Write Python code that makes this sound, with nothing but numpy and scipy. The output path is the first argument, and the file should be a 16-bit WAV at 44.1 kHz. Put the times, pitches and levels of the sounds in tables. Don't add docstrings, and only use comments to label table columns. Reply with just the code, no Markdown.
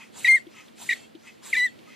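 import sys
import numpy as np
from scipy import signal
from scipy.fft import rfft, irfft, next_fast_len
from scipy.io import wavfile
from scipy.ndimage import uniform_filter1d, map_coordinates

SR = 44100
rng = np.random.default_rng(int(sys.argv[2]) if len(sys.argv) > 2 else 0)


def dump(signal):
    limited = np.clip(np.atleast_2d(signal).T, -1, 1)
    pcm = np.round(limited * 32767).astype(np.int16)
    wavfile.write(sys.argv[1], SR, pcm)


def decibels_to_gain(level_db):
    exponent = np.asarray(level_db, float) / 20
    return 10 ** exponent


N = 85995

# [t/s, pitch f/Hz, level/dB, overtones/dB, half-pitch lines/dB]
SQUEAK_1 = [
    (0.2445, 2085, -19, -34, -1.5),
    (0.251, 1952, -17.5, 2, 1),
    (0.26, 1894, -24, 13.5, 1),
    (0.267, 1950, -22, 7, 3.5),
    (0.276, 1885, -21, 5.5, 17),
    (0.287, 2151, -14, -7.5, -6),
    (0.318, 2075, -15, -3.5, -1),
    (0.354, 2138, -15.5, -8, 3.5),
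    (0.386, 1760, -36.5, -2, 2),
]
SQUEAK_2 = [
    (0.8895, 2090, -23, -25, 6),
    (0.894, 1923, -18.5, -2, -2),
    (0.902, 1869, -27, 8, 14),
    (0.917, 1957, -22.5, -0.5, -12),
    (0.924, 1759, -28.5, 18, -20),
    (0.939, 2008, -29.5, 17.5, -8),
    (0.951, 1900, -71, 3, 0),
    (0.965, 1880, -47, 0, 0),
    (0.98, 1780, -63, -5, 0),
]
SQUEAK_3 = [
    (1.528, 2247, -22.5, -3, -8),
    (1.536, 2034, -17.5, -9, -11),
    (1.549, 1801, -30, 11, -11),
    (1.562, 1836, -31, 10, -5),
    (1.572, 2038, -21.5, 5.5, 7),
    (1.606, 1949, -23, 6, 7.5),
    (1.645, 2006, -21, -5, 6),
    (1.664, 1940, -24, 3, -10),
    (1.688, 1707, -53, 18.5, -14),
]
# [t/s, pitch f/Hz, level/dB]
FLUTTER_1 = [
    (0.247, 2626, -42),
    (0.253, 2756, -37),
    (0.26, 2546, -40.5),
    (0.268, 2310, -30),
    (0.284, 2450, -31.5),
    (0.302, 2340, -59.5),
]
FLUTTER_2 = [
    (0.888, 2510, -44.5),
    (0.903, 2388, -33),
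    (0.916, 2407, -31),
    (0.921, 2016, -37.5),
    (0.936, 2197, -21),
    (0.939, 2400, -58),
]
FLUTTER_3 = [
    (1.533, 2600, -50),
    (1.543, 2844, -32),
    (1.548, 2230, -39),
    (1.563, 2297, -27.5),
    (1.578, 2350, -42),
    (1.589, 2127, -32),
    (1.604, 2260, -49),
]
# [multiple of pitch, level/dB]
ORDER_LEVELS = [(.5, -46), (1, 2), (1.5, -40), (2, -19), (2.5, -48), (3, -31.5), (3.5, -49.5), (4, -27),
                (4.5, -58.5), (5, -38.5), (6, -38.5), (7, -45.5)]
# [t/s, flow level/dB]
PUSH_FLOWS = [
    [(0.12, -75.5), (0.15, -58), (0.185, -52), (0.27, -51), (0.37, -55.5), (0.43, -72)],
    [(0.755, -71.5), (0.785, -58), (0.815, -51.5), (0.93, -53.5), (1.04, -64.5), (1.11, -77)],
    [(1.395, -96), (1.43, -57.5), (1.46, -51.5), (1.56, -53.5), (1.66, -59.5), (1.74, -84.5)],
]
# [f/Hz, level/dB]
PUSH_COLOUR = [(710, -5.5), (1200, -9.5), (1380, -2.5), (3370, 1.5), (5860, -6.5), (7180, 3), (10500, -5.5),
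               (12000, -7.5), (15300, -19)]
# [f/Hz, width/Hz, level/dB]
HOSE_TONES = [(430, 150, -7), (2150, 35, -5), (2650, 30, 0), (3230, 30, 1), (4400, 35, -1), (7400, 120, -6),
              (11300, 150, -17)]
# [opens t/s, shuts t/s, level/dB]
HOSE_OPEN = [
    (0.25, 0.43, -55),
    (0.9, 1.08, -54.5),
    (1.54, 1.74, -56),
]
# [t/s, length/s, f/Hz, level/dB]
BARREL_TONES = [
    (0.136, 0.084, 970, -51),
    (0.782, 0.074, 920, -52),
    (1.405, 0.11, 1080, -55),
]
# [middle t/s, width/s, level/dB]
PULLS = [
    (0.023, 0.047, -55.5),
    (0.59, 0.083, -57.5),
    (1.286, 0.061, -56),
    (1.94, 0.13, -61.5),
]
# [f/Hz, level/dB]
PULL_COLOUR = [(530, -91), (900, -9), (1240, -8), (1430, -12.5), (2040, -7.5), (2580, -6.5), (3470, -20.5),
               (7160, -15), (15300, -37)]
# [f/Hz, width/Hz, level/dB]
SEAL_MODES = [(2065, 250, 1.5), (2540, 166, 1.5), (3110, 530, -8)]
# [from t/s, to t/s, level/dB]
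UPSTROKES = [
    (-0.1, 0.084, -62.5),
    (0.49, 0.712, -62),
    (1.167, 1.374, -63),
    (1.845, 2.05, -61.5),
]
# [f/Hz, level/dB]
WHISPER_COLOUR = [(2500, -2), (4000, 3), (6500, 1), (9000, -12), (12000, -7.5), (15300, -46)]
# [t/s, length/s, f/Hz, level/dB]
HOOTS = [
    (0.535, 0.033, 1306, -61),
    (0.564, 0.059, 1257, -61.5),
    (1.231, 0.03, 1390, -63),
    (1.865, 0.044, 1258, -60),
]
# [t/s, thud level/dB, tick level/dB]
KNOCKS = [
    (0.467, -39.5, -57.5),
    (0.68, -62, -53),
    (1.149, -38.5, -50),
    (1.39, -54, -79),
    (1.788, -52.5, -52),
]
# [f/Hz, level/dB]
FAR_COLOUR = [(15, -45.5), (25, -17), (245, -1), (1190, -17), (2150, -15), (2970, -14.5), (4330, -18),
              (5500, -25.5), (15300, -34)]
# [f/Hz, correlation]
FAR_ALIKE = [(200, -0.54), (600, -0.74), (1600, -0.27), (3300, 1), (5200, 0.49), (14800, 0.18)]
# [f/Hz, L-R level/dB]
PORT_LEVEL = [(1400, 2), (3000, 0), (7000, 1), (10500, -0.5), (12500, -13.5)]
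# [f/Hz, phase/rad]
PORT_PHASE = [(300, -0.73), (1500, -0.3), (3500, 0.34), (5200, -0.86), (7800, -0.44), (9300, -1.97),
              (12000, 0.61), (15000, 0.4)]
# [f/Hz, level/dB]
SCATTER_COLOUR = [(1000, -15.5), (3300, -21.5), (4800, -7.5), (12000, -1.5)]


def unit(x):
    return x / np.sqrt(np.mean(x ** 2) + 1e-20)


def along(points, hz):
    f, v = np.transpose(points)
    return np.interp(np.log(hz + 1), np.log(f + 1), v)


def clock():
    return np.arange(N) / SR


def wobble(rate_hz):
    return map_coordinates(rng.standard_normal(N // 8), [clock() * rate_hz])


def filtered(x, response):
    m = next_fast_len(N + SR // 2)
    return irfft(rfft(x, m) * response(np.fft.rfftfreq(m, 1 / SR)), m)[..., :N]


def air(points):
    return unit(filtered(rng.standard_normal(N), lambda hz: decibels_to_gain(along(points, hz))))


def patchy(points):
    z = signal.stft(air(points), nperseg=256)[2]
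    field = uniform_filter1d(rng.standard_normal(z.shape), 4, 0)
    field = uniform_filter1d(field, 6, 1)
    return unit(signal.istft(z * decibels_to_gain(2.5 * unit(field)), nperseg=256)[1][:N])


def resonant(modes):
    def shape(f):
        return sum(decibels_to_gain(db) * (1j * f * w / (c * c - f * f + 1j * f * w)) ** 2 for c, w, db in modes)
    return unit(filtered(rng.standard_normal(N), shape))


def track(rows):
    s, *cols = np.transpose(rows)
    t = clock()
    gate = np.clip(np.minimum(t - s[0], s[-1] - t) / 0.0029, 0, 1)
    return gate, t - s[0], [np.interp(t, s, c) for c in cols]


def squeak(main, flutter):
    lift_hz, lift_s = 452, 0.002106
    drift_hz, shake_hz, shake_db = 8, 29.8, 4.5
    jitter_hz, mirror, mixing = 63.8, 0.029, 0.22
    shimmer_db, breakup = 5, 2
    fuzz_rad, fuzz_rate_hz = 0.17, 450
    dull_db, settle_s = 6, .008
    gate, age, cols = track(main)
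    hz, level_db, over_db, half_db = uniform_filter1d(cols, SR // 250, 1)
    gate2, _, (hz2, level2_db) = track(flutter)
    share = np.clip(gate2 * decibels_to_gain(level2_db - level_db), 0, 1.5)
    unrest = np.minimum(share, .5)

    hz = hz + lift_hz * np.exp(-np.abs(age) / lift_s)
    hz = hz + drift_hz * wobble(60) + shake_hz * unrest * wobble(250)
    half_turn = np.exp(1j * np.pi * np.cumsum(hz) / SR)
    beat = np.exp(2j * np.pi * np.cumsum(hz2 - hz + jitter_hz * wobble(300)) / SR)
    sides = share * (beat + mirror / beat)
    high_db = .5 * over_db - dull_db * (2 * unrest + np.exp(-np.abs(age) / settle_s))

    tone = 0
    for k, db in ORDER_LEVELS:
        if k == 1:
            extra_db = shake_db * unrest * wobble(200)
        else:
            extra_db = 0 if k < 1 else over_db if k < 3 else high_db
            extra_db = extra_db + shimmer_db * (wobble(69.74) + breakup * unrest * wobble(250))
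            if k % 1:
                extra_db = extra_db + half_db
        fuzz = fuzz_rad * (1 + 2 * breakup * unrest * (k < 3)) * (k - 1) * wobble(fuzz_rate_hz)
        line = half_turn ** round(2 * k) * np.exp(1j * fuzz)
        line = line * (1 + sides * (1 if k == 1 else mixing))
        tone = tone + decibels_to_gain(db + extra_db) * line.imag

    rasp = air([(700, -34.5), (1500, -3.5), (2500, 9.5), (4000, 4), (8000, -5), (15000, -29)])
    return gate * decibels_to_gain(level_db) * (np.sqrt(2) * tone + decibels_to_gain(-6.5) * unrest * rasp)


def push():
    return push_hiss() + hose() + barrel()


def push_hiss():
    bright_hz, bright_swing, swing = 9900, 2.7, 1
    hiss = patchy(PUSH_COLOUR) * decibels_to_gain(0.96 * wobble(60.4))
    top = filtered(hiss, lambda hz: hz ** 4 / (hz ** 4 + bright_hz ** 4))
    out = 0
    for rows in PUSH_FLOWS:
        gate, _, (db,) = track(rows)
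        peak_db = np.max(db)
        over_db = db - peak_db
        mix = decibels_to_gain(swing * over_db) * (hiss - top) + decibels_to_gain(bright_swing * over_db) * top
        out = out + gate * decibels_to_gain(peak_db + 8) * mix
    return out


def hose():
    t, tones = clock(), 0
    for hz, width_hz, db in HOSE_TONES:
        phase = 2 * np.pi * np.cumsum(hz + width_hz * wobble(90)) / SR
        tones = tones + decibels_to_gain(db + 3.5 * wobble(45)) * np.sin(phase)
    gates = 0
    for opens, shuts, db in HOSE_OPEN:
        gates = gates + decibels_to_gain(db) * np.clip(np.minimum((t - opens) / 0.0044, (shuts - t) / 0.044), 0, 1)
    return gates * unit(tones)


def barrel():
    column_width_hz, glide = 350, .9
    leak_hz, leak_rise_hz, leak_width_hz, leak_db = 7180, 4720, 420, 0
    out, t = 0, clock()
    for s, length, hz, db in BARREL_TONES:
        u = np.clip((t - s) / length, 0, 1)
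        turn = 2 * np.pi * np.cumsum(leak_hz + leak_rise_hz * u ** 4.8) / SR
        leak = wobble(2 * leak_width_hz) * np.cos(turn) + wobble(2 * leak_width_hz) * np.sin(turn)
        start, end = [resonant([(hz * g, column_width_hz, 0)]) for g in (1, glide)]
        column = np.sqrt(1 - u) * start + np.sqrt(u) * end
        out = out + decibels_to_gain(db) * np.sin(np.pi * u ** 1.2) * (column + decibels_to_gain(leak_db) * leak)
    return out


def pull():
    t = clock()

    def swell(narrow):
        return sum(decibels_to_gain(db) * np.exp(-.5 * ((t - s) / (w * narrow)) ** 2) for s, w, db in PULLS)
    suction = swell(0.97) * patchy(PULL_COLOUR) * decibels_to_gain(3.0 * wobble(31.23))
    seal = decibels_to_gain(8.5 + 1.3 * wobble(46.9)) * swell(0.36) * resonant(SEAL_MODES)
    return suction + seal


def inlet():
    t, stroke, hoots = clock(), 0, 0
    for s, end, db in UPSTROKES:
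        stroke = stroke + decibels_to_gain(db) * np.clip(np.minimum(t - s, end - t) / .045, 0, 1)
    for s, length, hz, db in HOOTS:
        swell = np.sin(np.pi * np.clip((t - s) / length, 0, 1))
        hoots = hoots + decibels_to_gain(db + 4.5 + 2.7 * wobble(58.8)) * swell * np.sin(2 * np.pi * hz * t)
    return stroke * patchy(WHISPER_COLOUR) + hoots


def knocks():
    thud_hz, thud_t60_s, thud_rise_s = 330, 0.058, 0.0036
    tick_hz, tick_width_hz, tick_t60_s, tick_rise_s = 3200, 1380, 0.035, 0.0031
    out, t = np.zeros(N + SR), np.arange(SR // 8) / SR
    grit = resonant([(tick_hz, tick_width_hz, 0), (7500, 3000, -24)])
    for s, thud_db, tick_db in KNOCKS:
        i = round(s * SR)
        thud = decibels_to_gain(thud_db + 9.5 - 60 * t / thud_t60_s) * (1 - np.exp(-t / thud_rise_s))
        thud = thud * np.sin(2 * np.pi * thud_hz * t)
        tick = decibels_to_gain(tick_db + 9.5 - 60 * t / tick_t60_s) * (1 - np.exp(-t / tick_rise_s))
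        tick = tick * np.roll(grit, -i)[:len(t)]
        out[i:][:len(t)] += thud + tick
    return out[:N]


def ports(x):
    yard_t60_s, yard_db, yard_delay_s = 0.16, -24.5, 0.033

    def lean(hz):
        return decibels_to_gain(along(PORT_LEVEL, hz) / 2) * np.exp(.5j * along(PORT_PHASE, hz))

    def direct(hz):
        left, right = lean(hz), 1 / lean(hz)
        return np.array([left, right]) * 2 / (left + right + 0.44)

    def opposed(hz):
        return np.array([abs(lean(hz)), -1 / abs(lean(hz))])
    t = np.arange(SR // 3) / SR
    early = rng.standard_normal(len(t)) * decibels_to_gain(-60 * t / .035)
    scatter = signal.fftconvolve(x, early / np.linalg.norm(early))[:N]
    scatter = filtered(scatter, lambda hz: decibels_to_gain(along(SCATTER_COLOUR, hz)))
    tail = rng.standard_normal((2, len(t))) * decibels_to_gain(-60 * t / yard_t60_s) * np.clip(t / yard_delay_s, 0, 1)
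    echo = signal.fftconvolve(x[None], tail / np.linalg.norm(tail[0]), axes=1)[:, :N]
    return 1.118 * filtered(x, direct) + filtered(scatter, opposed) + decibels_to_gain(yard_db) * echo


def far():
    far_db, hum_hz, hum_db, hum_side = -57, 227.2, -62, 0.66

    def spread(hz):
        width = np.tan(np.arccos(np.clip(along(FAR_ALIKE, hz), -1, 1)) / 2)
        return decibels_to_gain(along(FAR_COLOUR, hz)) * np.array([np.ones_like(hz), width])
    pair = rng.standard_normal((2, N)) * decibels_to_gain(1.48 * wobble(6.6))
    mid, side = filtered(pair, spread)
    scale = decibels_to_gain(far_db) / mid.std()
    phase = 2 * np.pi * np.cumsum(hum_hz + 3 * wobble(7.4)) / SR
    hum = np.sqrt(2) * decibels_to_gain(hum_db + 0.83 * wobble(3.3))
    mid = scale * mid + hum * np.sin(phase)
    side = scale * side + hum_side * hum * np.cos(phase)
    return np.array([mid + side, mid - side]) * decibels_to_gain([[-.65], [.65]])


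def scene():
    valve = squeak(SQUEAK_1, FLUTTER_1) + squeak(SQUEAK_2, FLUTTER_2) + squeak(SQUEAK_3, FLUTTER_3)
    return ports(valve + push() + pull() + inlet() + knocks()) + far()


def low_pass(x):
    return signal.sosfilt(signal.butter(12, 15330, fs=SR, output="sos"), x)


def record(dry):
    low_cut_hz, top_hz = 65, 15330
    mix = filtered(dry, lambda hz: (hz < top_hz) * hz ** 2 / (hz ** 2 + low_cut_hz ** 2))
    return low_pass(mix)


dry = scene()
out = record(dry)
dump(out)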